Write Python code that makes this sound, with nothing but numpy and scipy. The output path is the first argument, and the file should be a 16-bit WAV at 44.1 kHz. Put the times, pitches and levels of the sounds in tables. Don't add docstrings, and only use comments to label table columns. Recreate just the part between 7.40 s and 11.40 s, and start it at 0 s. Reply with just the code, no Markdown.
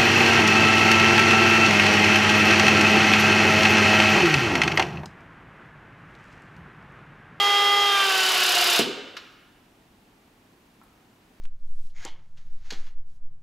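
import sys
import numpy as np
from scipy import signal
from scipy.fft import rfft, irfft, next_fast_len
from scipy.io import wavfile
from scipy.ndimage import map_coordinates

SR = 44100
rng = np.random.default_rng(int(sys.argv[2]) if len(sys.argv) > 2 else 0)


def wav_record(signal):
    frames = np.transpose(np.atleast_2d(signal))
    bounded = np.clip(frames, -1, 1)
    quanta = np.round(bounded * 32767).astype(np.int16)
    wavfile.write(sys.argv[1], SR, quanta)


N = 176400


def amp(db):
    return 10 ** (np.asarray(db) / 20)


def unit(x):
    return x / np.sqrt(np.mean(x ** 2) + 1e-20)


def along(points, hz):
    f, v = np.transpose(points)
    return np.interp(np.log(hz + 1), np.log(f + 1), v)


def wobble(rate):
    return map_coordinates(rng.standard_normal(int(N * rate / SR) + 4), [np.arange(N) * rate / SR])


def filtered(x, response):
    size = next_fast_len(N + SR // 2)
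    return irfft(rfft(x, size) * response(np.fft.rfftfreq(size, 1 / SR)), size)[..., :N]


def spread(pair, side_db):
    side = amp(side_db) * pair[1]
    return np.array([pair[0] + side, pair[0] - side])


def noise(response):
    return unit(spread(filtered(rng.standard_normal((2, N)), response), side_db=-14))


def coloured(points):
    return noise(lambda hz: amp(along(points, hz)))


def band(centre_hz):
    return noise(lambda hz: np.exp(-(np.log((hz + 1) / centre_hz) / 0.374) ** 2))


def decay(t, start, t60):
    return (t >= start) * amp(-60 * np.maximum(t - start, 0) / t60)


def low_cut(x):
    return signal.sosfilt(signal.butter(3, 165, "high", fs=SR, output="sos"), x)


def ventilation():
    # frequency in Hz, relative noise level in dB.
    colour = [(15, -31), (28, -4), (48, -4.5), (70, -11), (95, -5.5), (150, -6.5), (240, -2), (350, -6),
              (540, -14), (760, -12), (1300, -18), (2600, -20.5), (5000, -27.5), (9500, -32), (12500, -32),
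              (15500, -34.5)]
    # frequency in Hz, side level against the middle in dB.
    width = [(100, -25), (250, -20), (500, -8), (1000, -4), (3000, -3), (10000, -0.5)]
    mid = filtered(rng.standard_normal(N), lambda hz: amp(along(colour, hz)))
    side = filtered(rng.standard_normal(N), lambda hz: amp(along(colour, hz) + along(width, hz)))
    return amp(-58.5) * np.array([mid + side, mid - side]) / mid.std()


def whine(turns, load):
    load_steps = [0, .16, .36, 1]
    # multiple of the motor speed, then its level in dB at each of the four load steps.
    harmonics = [(1, -37, -41.5, -38, -43), (2, -27.5, -35.5, -35.5, -38), (3, -26, -24, -34, -52.5),
                 (4, -40.5, -25.5, -30, -47.5), (5, -29, -43, -39.5, -50.5), (6, -45.5, -35.5, -42, -49.5),
                 (7, -38.5, -35, -34, -43), (8, -22, -30.5, -39, -52), (9, -37.5, -31, -39.5, -44.5),
                 (10, -43, -51, -54.5, -36.5), (11, -48.5, -50, -58, -51), (12, -42.5, -52.5, -55.5, -48),
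                 (13, -41.5, -52.5, -46.5, -51)]
    partials = [(multiple, np.interp(load, load_steps, levels)) for multiple, *levels in harmonics]
    gear_mesh = (15.42, -47.5 - 8 * load)
    out = np.zeros((2, N))
    for multiple, level_db in partials + [gear_mesh]:
        shimmer_db = 0.82 * (1 + 4 * load) * wobble(45)
        jitter = 0.15 * multiple / 8 * np.sqrt(load) * (.6 * wobble(70) + wobble(200))
        phase = 2 * np.pi * (multiple * turns + jitter + rng.random())
        out += amp(level_db + shimmer_db) * np.sqrt(2) * np.array([np.sin(phase), np.cos(phase)])
    return spread(out, side_db=-17.5)


def whirr(turns):
    # frequency in Hz, relative noise level in dB.
    colour = [(60, -42), (200, -30), (300, -9.5), (420, -1), (650, -3), (950, -2), (1500, 0.5), (1850, -2),
              (2850, 2), (3900, -4), (4850, -3), (5700, -8), (7300, -11), (8600, -20), (11500, -15.5),
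              (15500, -28.5)]
    pulse = unit(1 + 0.45 * np.cos(2 * np.pi * turns))
    return amp(-29.5) * pulse * coloured(colour)


def bench_knock(t):
    return amp(-55) * decay(t, start=.425, t60=.18) * band(110)


def growl(turns, load):
    multiple, width_hz, fully_in_load = 8, 150, .38
    smear = filtered(rng.standard_normal((2, N)), lambda hz: 1 / (1 + (2 * hz / width_hz) ** 4))
    phase = 2 * np.pi * multiple * turns
    rough = unit(smear[0] * np.cos(phase) + smear[1] * np.sin(phase))
    return amp(-28 - 5 * load) * np.minimum(load / fully_in_load, 1) * rough


def grind(strokes, load):
    # frequency in Hz, relative noise level in dB.
    colour = [(150, -35), (400, -14), (900, -1.5), (1400, 1.5), (2100, 0), (2700, -2.5), (4000, 2.5),
              (4900, -5.5), (5800, -8), (9000, -18), (15000, -30.5)]
    # housing resonance in Hz, its width in Hz, relative level in dB.
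    modes = [(748.4, 26, -1.5), (1511, 68, -4.5), (2735, 120, -2.5), (2964, 130, 0), (3546, 110, -5),
             (4820, 120, -5.5)]
    housing = noise(lambda hz: sum(amp(db) * 1j * hz * width / (centre ** 2 - hz ** 2 + 1j * hz * width)
                                   for centre, width, db in modes))
    swing_db, lead_strokes = 2.5, 0.26
    swell = amp(swing_db * np.cos(2 * np.pi * (strokes + lead_strokes)))
    return swell * load ** 0.4 * (amp(-27.5) * coloured(colour) + amp(-26) * housing)


def pump(t, strokes, load):
    # start as a share of the stroke, relative level in dB, decay time in strokes.
    spits = [(0.005, 2.5, 0.098), (.13, 0, .28)]
    # frequency in Hz, relative noise level in dB.
    colour = [(1500, -29.5), (3200, -6.5), (4600, 1.5), (5800, -6), (7400, -5), (8600, -14.5), (10500, -8),
              (13000, -10.5), (15500, -31)]
    relief_s = 1.394
    stroke_number = (np.floor(strokes) - np.floor(strokes[0])).astype(int)
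    power = np.zeros(N)
    for share, db, life in spits:
        spit_db = db + .8 * rng.standard_normal(400)[stroke_number % 400]
        age = (strokes - share) % 1
        power += (amp(spit_db) * np.exp(-age / life)) ** 2
    pressure = load ** 0.82 * amp(-500 * np.maximum(t - relief_s, 0))
    return amp(-20.5) * np.sqrt(power) * pressure * coloured(colour)


def relief_thumps(t):
    # start in seconds, relative level in dB, time to fall 60 dB in seconds.
    hits = [(1.3935, -6.5, 0.022), (1.415, -16.5, 0.047), (1.452, -28.5, 0.11), (1.477, -29.5, .07)]
    # body resonance in Hz, relative level in dB.
    modes = [(165, -10), (215, -15.5), (260, 0.5), (335, 3.5), (410, 3), (490, -1.5)]
    out = np.zeros(N)
    for start, db, t60 in hits:
        body = sum(amp(mode_db) * np.sin(2 * np.pi * hz * rng.normal(1, 0.035) * (t - start))
                   for hz, mode_db in modes)
        attack = 1 - decay(t, start, t60=0.013)
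        out -= amp(db) / 2 * body * attack * decay(t, start, t60)
    return np.array([out, out])


def gush(t):
    peak_s, half_length_s = 1.425, .016
    return amp(-28) * np.exp(-((t - peak_s) / half_length_s) ** 2) * band(3400)


def head_clicks(t):
    # start in seconds, level in dB, time to fall 60 dB in seconds.
    hits = [(1.7677, -30.5, 0.0154), (1.7704, -32.5, 0.041), (1.926, -55, 0.039)]
    # frequency in Hz, relative noise level in dB.
    colour = [(300, -30), (800, -13.5), (1330, 7.5), (2100, -1.5), (3200, 4.5), (5500, -1), (7500, -16),
              (10000, -24), (14000, -25.5)]
    snaps = coloured(colour) * sum(amp(db) * decay(t, start, t60) for start, db, t60 in hits)
    ring = noise(lambda hz: 1 / (1 + ((hz - 1300) / 170) ** 4))
    ring_envelope = sum(amp(db - 7) * decay(t, start, t60=0.071) for start, db, _ in hits) / 2
    return snaps + ring * ring_envelope


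def handling_ticks(t):
    # start in seconds, level in dB, centre in Hz, time to fall 60 dB in seconds.
    ticks = [(3.415, -53, 1150, .09), (3.434, -64, 10500, .06)]
    return sum(amp(db) * decay(t, start, t60) * band(hz) for start, db, hz, t60 in ticks)


def workshop(send):
    # frequency in Hz, reverb time in seconds.
    reverb_times = [(120, 0.71), (350, .85), (1300, 1.25), (3000, 1.14), (5000, .8), (8000, 0.7),
                    (11000, .33), (15000, 0.46)]
    hz, frame_s, spectrum = signal.stft(rng.standard_normal((2, SR)), SR, nperseg=256)
    fade = amp(-60 * frame_s / along(reverb_times, hz)[:, None])
    tail = signal.istft(spectrum * fade, SR, nperseg=256)[1]
    age = np.arange(tail.shape[1]) / SR
    tail = tail * (age > .008) / np.linalg.norm(tail[0])
    early = rng.standard_normal(tail.shape) * decay(age, start=0.0027, t60=0.068)
    early = amp(0.5) * early / np.linalg.norm(early[0])
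    response = spread(early + tail, side_db=-11)
    return signal.fftconvolve(send.mean(axis=0)[None], response, axes=1)[:, :N]


def scene():
    # time in seconds, speed in turns a second.
    speed_curve = [(0, 404.8), (.42, 405.3), (.5, 403), (.6, 395.4), (.7, 385.3), (.8, 378.2), (.95, 369.4),
                   (1.15, 357.4), (1.3, 352.4), (1.39, 348)]
    free_hz, loaded_hz = 405.4, 350
    stop_s, brake_db_per_s, brake_hz_per_s = 1.3995, 319, 500
    turns_per_stroke, stroke_start_s = 10.62, 1.1795
    t = np.arange(N) / SR
    speed = np.interp(t, *np.transpose(speed_curve))
    load = np.clip((free_hz - speed) / (free_hz - loaded_hz), 0, 1)
    braking_s = np.maximum(t - stop_s, 0)
    flutter_hz = (.2 + 2.5 * load) * wobble(70)
    turns = np.cumsum(np.maximum(speed - brake_hz_per_s * braking_s, 0) + flutter_hz) / SR
    strokes = (turns - np.interp(stroke_start_s, t, turns)) / turns_per_stroke
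    running = amp(-brake_db_per_s * braking_s)

    tone = running * (whine(turns, load) + growl(turns, load))
    drive = whirr(turns) + grind(strokes, load) + pump(t, strokes, load)
    rasp = low_cut(running * drive) + gush(t)
    thumps = low_cut(relief_thumps(t))
    clicks = head_clicks(t) + handling_ticks(t)
    send = amp(-19) * tone + amp(-10.5) * rasp + amp(-4) * thumps + amp(-5.5) * clicks
    return tone + rasp + thumps + clicks + bench_knock(t) + workshop(send) + ventilation()


def record(dry):
    # frequency in Hz, gain of the side signal in dB.
    width = [(30, -3), (120, 1.5), (300, 0), (1200, 0.5), (3000, 0.5), (6500, -4), (10500, -6),
             (12500, -21)]
    # frequency in Hz, left minus right in dB.
    balance = [(100, -0.5), (300, 0.4), (700, 0.6), (1300, -0.6), (3000, -1.4), (6000, 0)]
    top_hz = 15750
    side = filtered((dry[0] - dry[1]) / 2, lambda hz: amp(along(width, hz)))
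    pair = dry.mean(axis=0) + np.array([side, -side])
    return filtered(pair, lambda hz: amp(np.outer([.5, -.5], along(balance, hz))) * (hz < top_hz))


dry = scene()
out = record(dry)
wav_record(out)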